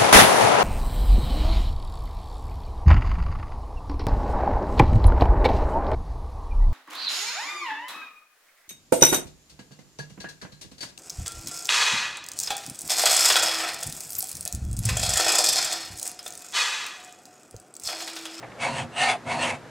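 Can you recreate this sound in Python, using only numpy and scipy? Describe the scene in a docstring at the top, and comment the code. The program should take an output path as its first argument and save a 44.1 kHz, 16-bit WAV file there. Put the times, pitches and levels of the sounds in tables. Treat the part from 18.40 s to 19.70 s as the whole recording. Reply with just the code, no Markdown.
"""In a small workshop with a low hum, a flat file works on thin steel sheet held in a bench vice.
After two light touches it is pushed across the edge, drawn back and pushed again.
Its teeth catch unevenly: trains of clicks mixed with gritty noise ring the sheet and the file.
Vice and bench judder as well, most on the push: low noise through a few resonances.
Room reflections, and in the top treble the stereo microphone, spread the filing left and right."""
import sys
import numpy as np
from scipy import signal
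from scipy.fft import rfft, irfft
from scipy.io import wavfile
from scipy.ndimage import uniform_filter1d

SR = 44100
rng = np.random.default_rng(int(sys.argv[2]) if len(sys.argv) > 2 else 0)


def to_wav(sig):
    """Store sig (one row per channel, or 1-D mono) as 16-bit WAV at the path in sys.argv[1].

    Samples outside -1..1 are clipped; the rate is SR.
    """
    pcm = np.clip(np.atleast_2d(sig), -1, 1) * 32767
    pcm = np.round(pcm).astype(np.int16)
    wavfile.write(sys.argv[1], SR, pcm.T)  # frames by channels


N = 57330  # length in samples, 1.3 s


def undb(db):
    """Turn decibels into a plain gain."""
    return 10 ** (np.asarray(db) / 20)


def unit(x):
    """Scale to an average strength (rms) of 1."""
    return x / np.sqrt(np.mean(x ** 2))


def band(x, hz, width):
    """One resonance: lets through a narrow band, with gain 1 at its centre."""
    return signal.lfilter(*signal.iirpeak(hz, hz / width, fs=SR), x)


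def cut(x, hz, kind, order=4):
    """Keep only what lies below ("low") or above ("high") a pitch."""
    return signal.sosfilt(signal.butter(order, hz, kind, fs=SR, output="sos"), x)


def colour(x, points):
    """Shape the tone through (Hz, dB) points with a filter that never sounds ahead of its input."""
    hz, db = np.array(points).T
    size = 2048
    grid = np.maximum(np.arange(size // 2 + 1) * SR / size, 1)
    log_gain = np.log(undb(np.interp(np.log(grid), np.log(hz), db)))
    # Folding the cepstrum forward in time gives the minimum-phase filter
    cepstrum = irfft(log_gain)
    cepstrum[1:size // 2] *= 2
    cepstrum[size // 2 + 1:] = 0
    response = irfft(np.exp(rfft(cepstrum)))
    return signal.fftconvolve(x, response)[:N]


def flutter(hz):
    """Smooth random wandering with a spread of 1, no faster than about the given pitch."""
    return unit(cut(rng.standard_normal(N), hz, "low", order=2))


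# Tone of the workshop background.
# Each row: pitch in Hz, relative strength per Hz in dB.
BACKGROUND_COLOUR = [(18, -29), (30, -16), (153, -4), (296, -6), (505, -4), (1550, -12), (1670, -9.5),
                     (2050, -15.5), (2780, -20.5), (3000, -22), (7490, -29), (13100, -42)]
# How strongly left and right differ in the background.
# Each row: pitch in Hz, strength of the difference in dB.
BACKGROUND_SIDE = [(60, -15), (200, -8.5), (700, -15), (2100, -13), (7000, -8), (12700, 0)]
AIR_DB, HUM_HZ, HUM_DB = -45, 120, -55  # the air level is for the part shared by both sides


def background():
    """Steady workshop air, as coloured noise partly different left and right, and a pure low hum."""
    middle, side = (unit(colour(rng.standard_normal(N), BACKGROUND_COLOUR)) for _ in range(2))
    hum = undb(HUM_DB) * unit(np.sin(2 * np.pi * HUM_HZ * np.arange(N) / SR))
    left_right = colour(side, BACKGROUND_SIDE) * np.array([[1], [-1]])
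    return undb(AIR_DB) * (middle + left_right) + hum


# Broad colour of scraping on the push, also used for the touches.
# Each row: pitch in Hz, relative strength per Hz in dB.
PUSH_COLOUR = [(180, -44.5), (300, -5), (425, -10), (538, 1.5), (583, -3), (693, -0.5), (838, -5.5),
               (936, -6.5), (1390, -12.5), (2200, -8), (5330, -21), (8290, -19), (9860, -25.5),
               (13100, -57)]
# Light touches of the file.
# Each row: start in seconds, level in dB before rise and fade, fade time (to 1/e) in seconds,
# centre pitch in Hz, width in Hz.
TOUCHES = [(0.027, -31.5, 0.02, 830, 1110), (0.117, -37.5, 0.0051, 2830, 2000)]
TOUCH_ATTACK_S, TOUCH_TOP_HZ = 0.0046, 3030


def touches():
    """Brief dull scuffs as the file settles on the edge: filtered noise that rises fast and fades."""
    t = np.arange(N) / SR
    out = 0
    for start, db, decay, hz, width in TOUCHES:
        scrape = colour(rng.standard_normal(N), PUSH_COLOUR)
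        scuff = unit(cut(band(scrape, hz, width), TOUCH_TOP_HZ, "low"))
        age = np.maximum(t - start, 0)
        out = out + undb(db) * scuff * np.minimum(age / TOUCH_ATTACK_S, 1) * np.exp(-age / decay)
    return out


TOOTH_JITTER, TOOTH_SCATTER_DB = 0.16, 1.5  # unevenness in spacing (share of the rate) and in size
GRIT_DB, GRIT_SCATTER_DB = 2.5, 2.5  # grit compared with the clicks, and its own unevenness
CHATTER_HZ, CHATTER_DB = 255, 1.4  # the grip of the teeth flutters


def teeth(rate):
    """A click for each tooth that catches, uneven in spacing and size, with fine grit between."""
    phase = np.cumsum(rate * np.exp(TOOTH_JITTER * flutter(500))) / SR
    at = np.flatnonzero(np.diff(np.floor(phase)))  # one click per whole turn of the phase
    sizes = undb(TOOTH_SCATTER_DB * rng.standard_normal(N))
    clicks = np.zeros(N)
    clicks[at] = sizes[at] / np.sqrt(rate[at])
    grit = rng.standard_normal(N) * undb(GRIT_SCATTER_DB * rng.standard_normal(N))
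    contact = unit(cut(clicks, 190, "high")) + undb(GRIT_DB) * unit(grit)
    return contact * undb(CHATTER_DB * flutter(CHATTER_HZ))


SPREAD_S, SPREAD_HZ = 0.003, 2028  # travel time of a bending wave at this pitch


def disperse(x):
    """Bending waves in steel carry the treble faster than the bass, which smears each click."""
    hz = np.arange(N // 2 + 1) * SR / N
    return irfft(rfft(x) * np.exp(-4j * np.pi * SPREAD_S * np.sqrt(SPREAD_HZ * hz)), N)


# Ring of the clamped sheet, before the broad colour is added.
# Each row: pitch in Hz, width in Hz, gain on the push in dB, gain on the draw in dB.
SHEET_MODES = [(540, 18, -4.5, -5), (683, 28, 0.5, -5.5), (724.6, 16, -0.5, 3), (841, 17, -6, -1),
               (960, 89, 0, -7), (1038, 25, -2, 2), (1277, 33, -3, 12), (1453, 15.5, 3, 7.5),
               (2590, 47, 5, 3), (6056, 45, -3, 8), (6670, 34, 6.5, -12), (9700, 230, 0, -17)]


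def sheet_ring(bites, pushing):
    """The bites of the teeth set off the sheet's own resonances."""
    return sum(undb(push if pushing else draw) * band(bites, hz, width)
               for hz, width, push, draw in SHEET_MODES)


# Ring of the file, before the broad colour is added.
# Each row: pitch in Hz, width in Hz, gain on the push in dB, gain on the draw in dB,
# place along the blade where it rings most (0 to 1), reach around it as a share of the blade.
FILE_MODES = [(780, 32, -3, 6, 0.37, 0.2), (955, 65, 4, -24, 0.29, 0.12), (1818, 29, 4.5, 16.5, 0.53, 0.23),
              (2115, 25, -10, 8.5, 0.5, 0.15), (2198, 116, 8.5, 10, 0.22, 0.13),
              (2250, 220, 9.5, 0, 0.92, 0.1), (2749, 33, 11, 9, 0.52, 0.19),
              (2834, 130, 4.5, 10.5, 0.62, 0.15), (3070, 42, 14.5, 14.5, 0.69, 0.072),
              (3260, 65, 6, -3, 0.67, 0.09), (3414, 36, 7, 15, 0.16, 0.14), (3940, 45, 6, 7.5, 0.38, 0.14),
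              (4250, 49, 13, -1, 0.53, 0.13), (4430, 134, 11, 8, 0.39, 0.15),
              (4820, 27, -6, 12, 0.12, 0.22), (8080, 290, 3.5, 9, 0.64, 0.12)]


def file_ring(bites, pushing, place):
    """Each resonance of the file is strongest when the contact is at its place along the blade."""
    ring = 0
    for hz, width, push, draw, best, reach in FILE_MODES:
        nearness = np.exp(-((place - best) / reach) ** 2)
        ring = ring + undb(push if pushing else draw) * band(bites * nearness, hz, width)
    return ring


HAND_S = 0.019  # the hand cannot change its pressure faster
SPLIT_HZ = 1250  # between low ring and rasp


def stroke(curve, tone, pushing, from_place, to_place, tooth_hz, slow_share, ring_db, rasp_db):
    """One pass: the file speeds up and slows down, the contact travels, sheet and file ring.

    tooth_hz is the mid-stroke rate of teeth, slow_share the part of it left at both ends."""
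    t = np.arange(N) / SR
    times, *levels = np.array(curve).T
    ring, rasp = (uniform_filter1d(undb(np.interp(t, times, db, left=-120, right=-120)),
                                   int(HAND_S * SR) + 1) for db in levels)
    turn = np.pi * np.clip((t - times[0]) / (times[-1] - times[0]), 0, 1)
    place = from_place + (to_place - from_place) * (1 - np.cos(turn)) / 2
    speed = slow_share + (1 - slow_share) * np.sin(turn)
    bites = disperse(teeth(tooth_hz * speed))
    steel = colour(bites + sheet_ring(bites, pushing) + file_ring(bites, pushing, place), tone)
    # Bring both halves to the same strength over the stroke, so that the curves set their levels
    moving = (t > times[0]) & (t < times[-1])
    low, high = (part / np.std(part[moving])
                 for part in (cut(steel, SPLIT_HZ, "low"), cut(steel, SPLIT_HZ, "high")))
    return undb(ring_db) * ring * low + undb(rasp_db) * rasp * high


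# First push, before smoothing and the trims ring_db and rasp_db.
# Each row: time in seconds, level of the low ring in dB, level of the rasp in dB.
FIRST_PUSH = [(0.16, -56, -66), (0.182, -42, -59), (0.21, -39, -31.5), (0.243, -32.5, -27.5),
              (0.265, -27.5, -32.5), (0.326, -35.5, -38.5), (0.396, -29.5, -31.5), (0.442, -38.5, -43.5),
              (0.466, -45, -63), (0.5, -70, -71)]


def first_push():
    """The file cuts forward, and the contact moves along most of the blade."""
    return stroke(FIRST_PUSH, PUSH_COLOUR, True, from_place=0.13, to_place=0.83,
                  tooth_hz=954.5, slow_share=0.55, ring_db=-1.5, rasp_db=-0.5)


# Resonances of vice and bench; each is filtered twice.
# Each row: pitch in Hz, half the width of each filter in Hz, relative gain in dB.
BENCH_MODES = [(100.6, 5.9, 0), (141.2, 35, -1), (240, 18.4, 1)]
# Judder of vice and bench.
# Each row: time in seconds, level in dB.
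JUDDER = [(0.17, -70), (0.21, -46), (0.27, -41.5), (0.335, -34), (0.38, -39), (0.451, -37), (0.48, -52),
          (0.55, -51), (0.61, -45), (0.73, -44.5), (0.8, -59), (0.852, -54), (0.872, -36.5), (0.915, -42),
          (0.965, -36.5), (1.02, -39.5), (1.13, -41), (1.19, -57)]


def bench():
    """The uneven drag of the file shakes vice and bench, most on the cutting push."""
    shake = rng.standard_normal(N)
    body = sum(undb(db) * band(band(shake, hz, 2 * width), hz, 2 * width)
               for hz, width, db in BENCH_MODES)
    return unit(body) * undb(np.interp(np.arange(N) / SR, *np.array(JUDDER).T))


# Drawing back, before smoothing and the trims ring_db and rasp_db.
# Each row: time in seconds, level of the low ring in dB, level of the rasp in dB.
DRAW_BACK = [(0.5, -68, -73), (0.533, -47, -49), (0.552, -45, -46.5), (0.572, -31.5, -31),
             (0.6, -27.5, -24.5), (0.634, -25.5, -21), (0.664, -29, -26), (0.71, -23.5, -22.5),
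             (0.752, -29.5, -40), (0.778, -45, -52), (0.81, -52, -68)]
# Broad colour of scraping on the draw.
# Each row: pitch in Hz, relative strength per Hz in dB.
DRAW_COLOUR = [(180, -52), (300, -19), (583, -9.5), (704, -5), (1170, -16.5), (1260, -18.5), (2160, -9.5),
               (2450, -11.5), (2790, -8.5), (3160, -16), (3940, -14.5), (5240, -22.5), (9560, -20),
               (13100, -60.5)]


def draw_back():
    """The file slides back, with teeth passing more slowly and the contact returning."""
    return stroke(DRAW_BACK, DRAW_COLOUR, False, from_place=0.73, to_place=0.0091,
                  tooth_hz=781.7, slow_share=0.6, ring_db=-0.5, rasp_db=-1)


# Second push, before smoothing.
# Each row: time in seconds, level of the low ring in dB, level of the rasp in dB.
SECOND_PUSH = [(0.83, -54, -65), (0.858, -50, -57), (0.868, -35, -40.5), (0.886, -34, -37),
               (0.916, -30, -29.5), (0.975, -33, -38), (1.016, -29, -28.5), (1.045, -29, -27),
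               (1.08, -30, -29), (1.11, -33, -29), (1.13, -32.5, -43), (1.152, -40.5, -39), (1.2, -60, -74)]


def second_push():
    """A slightly longer cut forward, using more of the blade."""
    return stroke(SECOND_PUSH, PUSH_COLOUR, True, from_place=0.1, to_place=1.052,
                  tooth_hz=948, slow_share=0.55, ring_db=0, rasp_db=0)


# Strength of the spread-out part of the filing sound, differing left and right:
# room reflections, and above about 11 kHz the stereo microphone's widening.
# Each row: pitch in Hz, strength in dB.
WIDE_COLOUR = [(90, -14.5), (250, -8), (650, -19), (1150, -13), (2200, -13.5), (4000, -16.5), (9000, -14),
               (12500, 9)]
WIDE_T60_S, WIDE_DELAY_S = 0.086, 0.0051  # time constant for a fade of 60 dB, wait before it starts


def room_and_microphone(x):
    """Room reflections and the microphone's top-treble widening: fading noise, different each side."""
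    t = np.arange(SR // 2) / SR
    tails = rng.standard_normal((2, len(t))) * undb(-60 * t / WIDE_T60_S) * (t > WIDE_DELAY_S)
    coloured = colour(x, WIDE_COLOUR)
    return np.array([signal.fftconvolve(coloured, tail / np.linalg.norm(tail))[:N] for tail in tails])


def scene():
    """Touches, push, draw and a longer push, heard directly and spread out left and right."""
    filing = touches() + first_push() + bench() + draw_back() + second_push()
    return background() + filing + room_and_microphone(filing)


TOP_HZ = 13200


def record(dry):
    """The recorder cuts the deepest bass and the top."""
    without_bass = cut(dry, 50, "high", order=2)
    return signal.sosfilt(signal.ellip(8, .2, 70, TOP_HZ, fs=SR, output="sos"), without_bass)


dry = scene()
out = record(dry)
to_wav(out)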